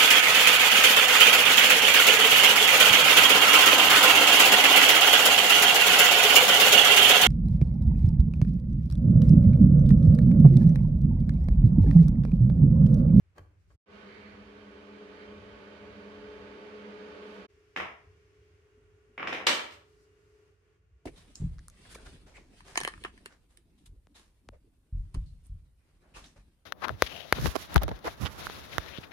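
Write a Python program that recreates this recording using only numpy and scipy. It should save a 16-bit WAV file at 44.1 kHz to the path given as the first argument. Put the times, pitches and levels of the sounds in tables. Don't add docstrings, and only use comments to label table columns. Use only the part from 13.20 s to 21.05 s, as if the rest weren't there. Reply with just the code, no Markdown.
import sys
import numpy as np
from scipy import signal
from scipy.fft import rfft, irfft, next_fast_len
from scipy.io import wavfile
from scipy.ndimage import uniform_filter1d

SR = 44100
rng = np.random.default_rng(int(sys.argv[2]) if len(sys.argv) > 2 else 0)


def wav_record(signal):
    frames = np.transpose(np.atleast_2d(signal))
    bounded = np.clip(frames, -1, 1)
    quanta = np.round(bounded * 32767).astype(np.int16)
    wavfile.write(sys.argv[1], SR, quanta)


N = 346311
CUTOFF_HZ = 15600
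SIDES = np.array([[1], [-1]])

# start/s, end/s, fade-in/s, rumble/dB, hiss/dB, rumble's stereo width/dB
SCENES = [(0, .563, 0.00047, -63.5, -77.5, -11), (0.66, 4.268, 0.087, -62, -70, -11),
          (4.281, 7.9, 0.022, -66.5, -69.5, -14.5)]
# t/s, share of the full fall
SINK = [(7.29, 0.076), (7.38, 0.77), (7.47, .3), (7.55, 0.37), (7.6, 0.98), (7.72, 0.98), (7.85, .7)]
# f/Hz, likeness (1 = the same)
LIKENESS = [(60, 1), (110, 1), (200, 1), (420, 0.58), (700, 0.46), (1200, -0.048), (2000, 0.055),
            (4000, 0.026), (15000, -0.2)]
# f/Hz, t/s
ECHO_TIMES = [(100, 0.37), (250, 0.44), (600, 0.47), (1300, 0.45), (2600, 0.42), (6000, 0.36),
              (13000, 0.39)]

# f/Hz, relative level/dB
RUMBLE_COLOUR = [(20, -28), (36, -19.5), (52, 2), (68, 1.5), (95, 4), (125, -8), (170, -11.5), (260, -35.5),
                 (600, -60.5)]
HISS_COLOUR = [(120, -1), (240, -0.5), (340, 12.5), (520, 4), (800, -2), (1500, 3.5), (2600, -1),
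               (3900, -10.5), (5800, -11), (9500, -16.5), (15500, -30)]
CLOTH_COLOUR = [(1500, -16), (5000, 3.5), (10000, -5.5), (15500, -16.5)]
AIR_COLOUR = [(60, -40), (140, -4.5), (260, 0.5), (500, 2), (780, 0), (1200, 2.5), (2400, -2), (3400, -8),
              (4800, -15), (6500, -20.5), (8200, -33), (10500, -38.5), (13000, -56), (15500, -63)]
AIR_SWELL_COLOUR = [(900, -19), (1700, 2), (2300, 8), (2750, -11), (3300, -22), (4000, -8), (4600, -9),
                    (5600, -36), (9000, -47)]
WIRE_COLOUR = [(300, -25), (600, -13), (1100, -5), (2300, 5.5), (3000, 0), (4000, -6.5), (5500, -3.5),
               (9000, -19), (15500, -26)]
GRAZE_COLOUR = [(300, 3), (1000, -3), (2000, -9), (3200, -19), (5000, -21), (15000, -32)]
TRAY_COLOUR = [(90, 8), (150, -11), (260, -12), (580, -12.5), (780, -19), (1150, -21.5), (1600, -22.5),
               (3500, -35.5), (7000, -28), (15000, -11.5)]
TABLE_COLOUR = [(50, -30), (100, -7.5), (170, -1.5), (400, 3), (800, -1.5), (1200, -1.5), (2200, 3.5),
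                (3000, -1), (3600, -6.5), (4400, -18), (5200, -15), (7500, -22), (10500, -22),
                (13000, -17.5), (15500, -32.5)]
HANDLE_COLOUR = [(60, -40), (150, -13), (280, -2), (370, -8.5), (580, -2.5), (780, -7), (1200, -4.5),
                 (1500, -6), (2100, -5), (3200, -6.5), (4500, -8.5), (6500, -15), (9500, -25),
                 (15500, -31.5)]

# f/Hz, width/Hz, relative level/dB
HISS_MODES = [(433, 56, 9.5), (1132, 78, 2.5), (1430, 52, 3.5), (2840, 61, 6.5), (6400, 330, 2.5)]
DUCT_MODES = [(202.6, 28, 20.5), (324, 14, 9.5), (407.3, 38, 17), (459, 73, 8), (499, 73, 9.5),
              (633, 56, 8.5), (707, 40, 0), (857, 67, 3), (932, 43, 2.5), (1110, 34, 7), (1223, 61, 3),
              (1507, 120, 5.5), (1640, 35, 4), (1950, 90, -2), (2220, 110, 4), (2396, 28, 6.5),
              (2810, 99, -1.5), (3030, 90, 1.5), (3130, 59, 8.5), (3710, 110, 0), (4420, 260, -5),
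              (4660, 110, 3)]
TRAY_MODES = [(467, 120, -5), (1135, 38, 11), (1620, 130, 1), (2120, 110, -3), (2440, 89, 1),
              (3130, 70, 11), (4050, 110, -2), (4430, 91, 7), (6500, 220, 3)]
TABLE_MODES = [(615, 40, -8.5), (760, 200, -6), (1110, 110, -1), (1350, 43, -7.5), (1700, 70, -15),
               (2010, 90, -12), (2330, 70, -9.5), (2730, 90, -9.5), (5110, 130, 2), (5674, 260, -4),
               (6500, 290, -1), (8800, 400, -6), (12700, 400, -2.5)]
# f/Hz, width/Hz, relative level/dB
CLACK_RINGS = [(493, 25, -4.5), (572, 30, -3), (912, 25, 1.5), (1115, 25, -2.5), (1218, 36, -3.5),
               (1840, 25, -4), (2083, 30, 0), (2310, 80, -3), (2740, 30, -3), (2944, 30, -3.5),
               (3120, 83, -2.5), (3420, 80, -6), (3780, 140, -5.5), (8050, 350, 0.5), (11700, 450, -2)]

# f/Hz, relative level nearby/dB, relative level far off/dB, unsteadiness
FAN_TONES = [(206.9, -7, -24, 0.14), (290, -10, -15, 0.16), (392, -14.5, -2, 0.38),
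             (422.3, -1.36, 3.5, 0.46), (459, -26, -17.5, 0.37), (585, -11, -31.5, 0.38),
             (875, -17.5, -37.5, 0.21)]
# t/s, relative level/dB
AIR_LEVEL = [(0.76, -56.5), (1.21, -59), (1.65, -58.5), (2.04, -56.5), (2.19, -57.5), (4.2, -54),
             (4.24, -56)]
# f/Hz, left minus right/dB
AIR_BALANCE = [(150, -4.5), (450, 1), (600, -2), (950, -1.5), (2400, -7), (4500, -11), (7000, 1.5),
               (11000, 19), (15000, -3)]

# middle t/s, length/s, level/dB
BRUSHES = [(.42, 0.081, -87), (.52, 0.09, -80.5), (4.137, 0.22, -75), (6.54, 0.054, -67),
           (6.72, 0.19, -79.5), (6.83, 0.08, -80), (7.1, .6, -82.5), (7.8, .14, -97)]
AIR_SWELLS = [(.93, 0.17, -57), (1.08, 0.16, -58), (2.01, 0.094, -57)]
GRAZES = [(.173, 0.033, -60.5)]
# t/s, level/dB, f/Hz, time to fall by 60 dB/s
THUDS = [(0.194, -45.5, 92.3, 0.31), (0.188, -53, 141.5, 0.16), (4.6, -48, 78.5, 0.27),
         (4.87, -53, 87.6, 0.34), (5.57, -61, 244, 0.1), (5.891, -67, 236, 0.29), (7.721, -52, 62, 0.34)]

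# t/s, relative level/dB, brightness f/Hz, struck spot's f/Hz
TOOL_TAPS = [(.1735, -26.5, 2200, 1500), (.1803, -16.5, 3630, 1050), (.1835, -23, 3200, 500),
             (.1905, -21, 2200, 1110), (.196, -36, 1400, 450), (.5032, -34, 2800, 1600),
             (.5102, -34, 2420, 1050), (.517, -36, 1960, 990), (.523, -44, 1800, 1000)]
HANDLE_KNOCKS = [(4.5618, -2.5, 5975, 1870), (4.573, -7.5, 7000, 1390), (4.6, -3.1, 2900, 1040),
                 (5.978, -8, 2900, 2200), (5.996, -9, 2800, 1400), (6.003, -10, 2383, 5190),
                 (6.0272, -3.5, 2700, 1191), (6.0724, -2, 5200, 5234), (6.092, -14, 5500, 5200),
                 (6.1245, -8.5, 4525, 500), (6.1278, -2.5, 6500, 3890), (6.147, -9, 3900, 2300),
                 (6.202, -10.5, 2297, 450), (6.212, -15.5, 2300, 1200)]
HANDLE_CLACKS = [(6.2668, 4, 14600, 4670), (6.2688, 7, 14000, 2430), (6.2718, 4, 14100, 2313),
                 (6.2752, 2.5, 13000, 6070), (6.285, -3, 11000, 2500), (6.2908, 1.5, 10100, 2400),
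                 (6.359, -10, 3000, 1800), (6.393, -7.5, 2980, 1390), (6.509, -26, 15500, 11800),
                 (6.521, -25.5, 15230, 13500)]


def amp(db):
    return 10 ** (np.asarray(db) / 20)


def rms_one(x):
    return x / np.sqrt(np.mean(x ** 2) + 1e-20)


def in_time(points):
    return np.interp(np.arange(N) / SR, *np.transpose(points))


def at_hz(points, hz):
    f, value = np.transpose(points)
    return np.interp(np.log(np.maximum(hz, 1)), np.log(f), value)


def resonance(hz, centre_hz, width_hz):
    return 1j * hz * width_hz / (centre_hz ** 2 - hz ** 2 + 1j * hz * width_hz)


def drift(rate_hz):
    step = 100
    r = np.exp(-2 * np.pi * rate_hz * step / SR)
    slow = signal.lfilter([1], [1, -2 * r, r * r], rng.standard_normal(N // step + 2002))[2000:]
    return np.interp(np.arange(N) / step, np.arange(len(slow)), rms_one(slow))


def swells(rows):
    t = np.arange(N) / SR
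    return sum(amp(db) * np.exp(-(2 * (t - s) / length) ** 2) for s, length, db in rows)


def diffuse(size, fade=None):
    hz = np.fft.rfftfreq(size, 1 / SR)
    white = rng.standard_normal((2, size))
    power = 1 if fade is None else uniform_filter1d(abs(rfft(white * fade)) ** 2, 61)
    mid, side = rfft(white) / np.sqrt(power)
    alike = np.clip(at_hz(LIKENESS, hz), -.99, .99)
    return hz, np.sqrt((1 + alike) / 2) * mid + np.sqrt((1 - alike) / 2) * side * SIDES


def room_noise(colour, modes=(), balance=None, direct_db=None, left_lead_s=0.00027):
    size = next_fast_len(N, True)
    hz, noise = diffuse(size)
    if direct_db is not None:
        direct = amp(direct_db) * rfft(rng.standard_normal(size))
        noise = noise + direct * np.exp(1j * np.pi * hz * left_lead_s * SIDES)
    ringing = 1 + sum(amp(db) ** 2 * abs(resonance(hz, f, width)) ** 4 for f, width, db in modes)
    bumps = np.sqrt(3) * rng.uniform(-1, 1, 1024)
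    ripple_db = np.interp(hz / 45, np.arange(1024), bumps) * np.clip(hz / 1000, 0, 1)
    noise = noise * amp(at_hz(colour, hz) + ripple_db) * np.sqrt(ringing)
    if balance is not None:
        noise = noise * amp(at_hz(balance, hz) * SIDES / 2)
    return rms_one(irfft(noise)[:, :N])


def room_tone(gates, waver_db=2.0, rumble_fall_db=0.5, hiss_fall_db=9):
    centre, sides = room_noise(RUMBLE_COLOUR), room_noise(RUMBLE_COLOUR) * SIDES
    plain, ringing = room_noise(HISS_COLOUR), room_noise(HISS_COLOUR, HISS_MODES)
    rumble = hiss = 0
    for (*_, rumble_db, hiss_db, width_db), gate, noise in zip(SCENES, gates, (plain, plain, ringing)):
        rumble += amp(rumble_db) * gate * (centre + amp(width_db) * sides)
        hiss += amp(hiss_db) * gate * noise
    sunk = in_time(SINK)
    rumble *= amp(-waver_db * drift(1.9) - rumble_fall_db * sunk)
    return rumble + amp(-hiss_fall_db * sunk) * hiss


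def handling(rise_s=0.0026):
    thuds = 0
    for s, db, hz, decay_s in THUDS:
        age = np.maximum(np.arange(N) / SR - s, 0)
        loudness = amp(db - 60 * np.minimum(age / decay_s, 2)) * (1 - np.exp(-age / rise_s))
        thuds += loudness * np.sin(2 * np.pi * hz * age)
    return thuds + swells(BRUSHES) * room_noise(CLOTH_COLOUR)


def fan_tones(wander_hz, flutter_hz, lag_s, apart, turbulence):
    t = np.arange(N) / SR
    tones = []
    for hz, _, _, unsteady in FAN_TONES:
        turns = hz * t + np.cumsum(wander_hz * drift(0.95)) / SR
        shake = 1 + turbulence * unsteady * (drift(flutter_hz) + 1j * drift(flutter_hz))
        ears = np.exp(1j * np.pi * hz * lag_s * SIDES) + apart * unsteady * drift(flutter_hz) * SIDES
        tones.append(rms_one(np.real(shake * ears * np.exp(2j * np.pi * turns))))
    return tones


def fan_far(hum_db=-69.5, fall_db=21):
    tones = fan_tones(wander_hz=0.33, flutter_hz=4.2, lag_s=0.0001, apart=0.21, turbulence=0.17)
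    hum = sum(amp(far_db) * tone for (_, _, far_db, _), tone in zip(FAN_TONES, tones))
    return amp(hum_db - fall_db * in_time(SINK)) * hum


def fan_near(hum_db=-50.5, settle_s=0.38):
    start_s, lowest_hz = SCENES[1][0], FAN_TONES[0][0]
    age = np.maximum(np.arange(N) / SR - start_s, 0)
    dull_db_per_hz = 0.17 * np.exp(-age / settle_s)
    tones = fan_tones(wander_hz=0.4, flutter_hz=5.0, lag_s=0.00012, apart=0.1, turbulence=1.0)
    hum = sum(amp(hum_db + near_db - dull_db_per_hz * (hz - lowest_hz)) * tone
              for (hz, near_db, _, _), tone in zip(FAN_TONES, tones))
    air = amp(in_time(AIR_LEVEL) + 6) * room_noise(AIR_COLOUR, DUCT_MODES, AIR_BALANCE, direct_db=-7)
    return hum + air + swells(AIR_SWELLS) * room_noise(AIR_SWELL_COLOUR, balance=AIR_BALANCE)


def cutting_wire(end_s=5.66, fade_s=0.39, level_db=-76.5):
    pull = in_time([(end_s - fade_s, 1), (end_s, 0)])
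    return amp(level_db) * pull * room_noise(WIRE_COLOUR)


def studio_echo(direct_db, direct_top_hz, build_s, size=32768):
    t = np.arange(size) / SR
    hz, noise = diffuse(size, fade=amp(-60 * t / at_hz(ECHO_TIMES, 2000)))
    centres = np.geomspace(60, 16000, 17)
    tail = 0
    for centre, only_this in zip(centres, np.eye(len(centres))):
        band = np.interp(np.log(hz + 1), np.log(centres), only_this)
        build = 1 - np.exp(-t / (build_s + 1.5 / centre))
        decay = amp(-60 * t / at_hz(ECHO_TIMES, centre))
        part = irfft(noise * band) * build * decay
        tail += part * np.sqrt(np.mean(band ** 2) / np.sum(part ** 2, axis=1, keepdims=True))
    direct_band = signal.butter(1, [600, direct_top_hz], "band", fs=SR, output="sos")
    direct = signal.sosfilt(direct_band, signal.unit_impulse(size) + 1e-18)
    return rms_one(tail) / np.sqrt(size) + amp(direct_db) * direct


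def smear(x, width_hz, count, lowest_hz=500):
    r = np.exp(-np.pi * width_hz / SR)
    hz = lowest_hz + CUTOFF_HZ * (np.arange(count) + rng.random(count)) / count
    tunings = -2 * r * np.cos(2 * np.pi * hz / SR)
    return signal.sosfilt([[r * r, a, 1, 1, a, r * r] for a in tunings], x + 1e-18)


def hits(rows, colour, modes, room, spot_db, spot_width_hz, smear_hz, smear_count, size=8192):
    hz = np.fft.rfftfreq(size, 1 / SR)
    cepstrum = irfft(np.log(amp(at_hz(colour, hz))))
    cepstrum[1:size // 2] *= 2
    cepstrum[size // 2 + 1:] = 0
    ringing = 1 + sum(amp(db) * resonance(hz, f, width) for f, width, db in modes)
    spectrum = np.exp(rfft(cepstrum)) * ringing
    out = np.zeros((2, N + size))
    for s, db, bright_hz, spot_hz in rows:
        spot = 1 + amp(spot_db) * resonance(hz, spot_hz, spot_width_hz)
        body = rms_one(irfft(spectrum * spot) * np.linspace(1, 0, size)) / np.sqrt(size)
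        contact = signal.butter(2, min(bright_hz, CUTOFF_HZ), fs=SR, output="sos")
        ring = amp(db) * signal.sosfilt(contact, body)
        start = round(s * SR)
        out[:, start:start + size] += [smear(ring, smear_hz, smear_count) for side in "LR"]
    return signal.oaconvolve(out, room, axes=1)[:, :N]


def tool_on_tray():
    room = studio_echo(direct_db=8, direct_top_hz=9000, build_s=0.00047)
    taps = hits(TOOL_TAPS, TRAY_COLOUR, TRAY_MODES, room,
                spot_db=-8, spot_width_hz=140, smear_hz=170, smear_count=40)
    return taps + swells(GRAZES) * room_noise(GRAZE_COLOUR, TRAY_MODES)


def handle_knocks():
    room = studio_echo(direct_db=-2, direct_top_hz=4200, build_s=0.002)
    return hits(HANDLE_KNOCKS, TABLE_COLOUR, TABLE_MODES, room,
                spot_db=0.5, spot_width_hz=270, smear_hz=160, smear_count=30)


def handle_clack():
    room = studio_echo(direct_db=-2.5, direct_top_hz=11010, build_s=0.0012)
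    return hits(HANDLE_CLACKS, HANDLE_COLOUR, CLACK_RINGS, room,
                spot_db=-4, spot_width_hz=1600, smear_hz=190, smear_count=36)


def scene(fade_out_s=0.012):
    gates = [in_time([(start, 0), (start + 1 / SR, 0.057), (start + fade_in_s, 1),
                      (end - fade_out_s, 1), (end, 0)]) for start, end, fade_in_s, *_ in SCENES]
    at_wheel, at_fan, at_table = gates
    tool = tool_on_tray()
    handles = handle_knocks() + handle_clack()
    background = room_tone(gates) + sum(gates) * handling()
    return (background + at_wheel * tool + at_fan * fan_near()
            + at_table * (fan_far() + cutting_wire() + handles))


def record(dry):
    bass_cut = signal.butter(2, 40, "high", fs=SR, output="sos")
    treble_cut = signal.ellip(12, .1, 80, CUTOFF_HZ, fs=SR, output="sos")
    return signal.sosfilt(treble_cut, signal.sosfilt(bass_cut, dry))


dry = scene()
out = record(dry)
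wav_record(out)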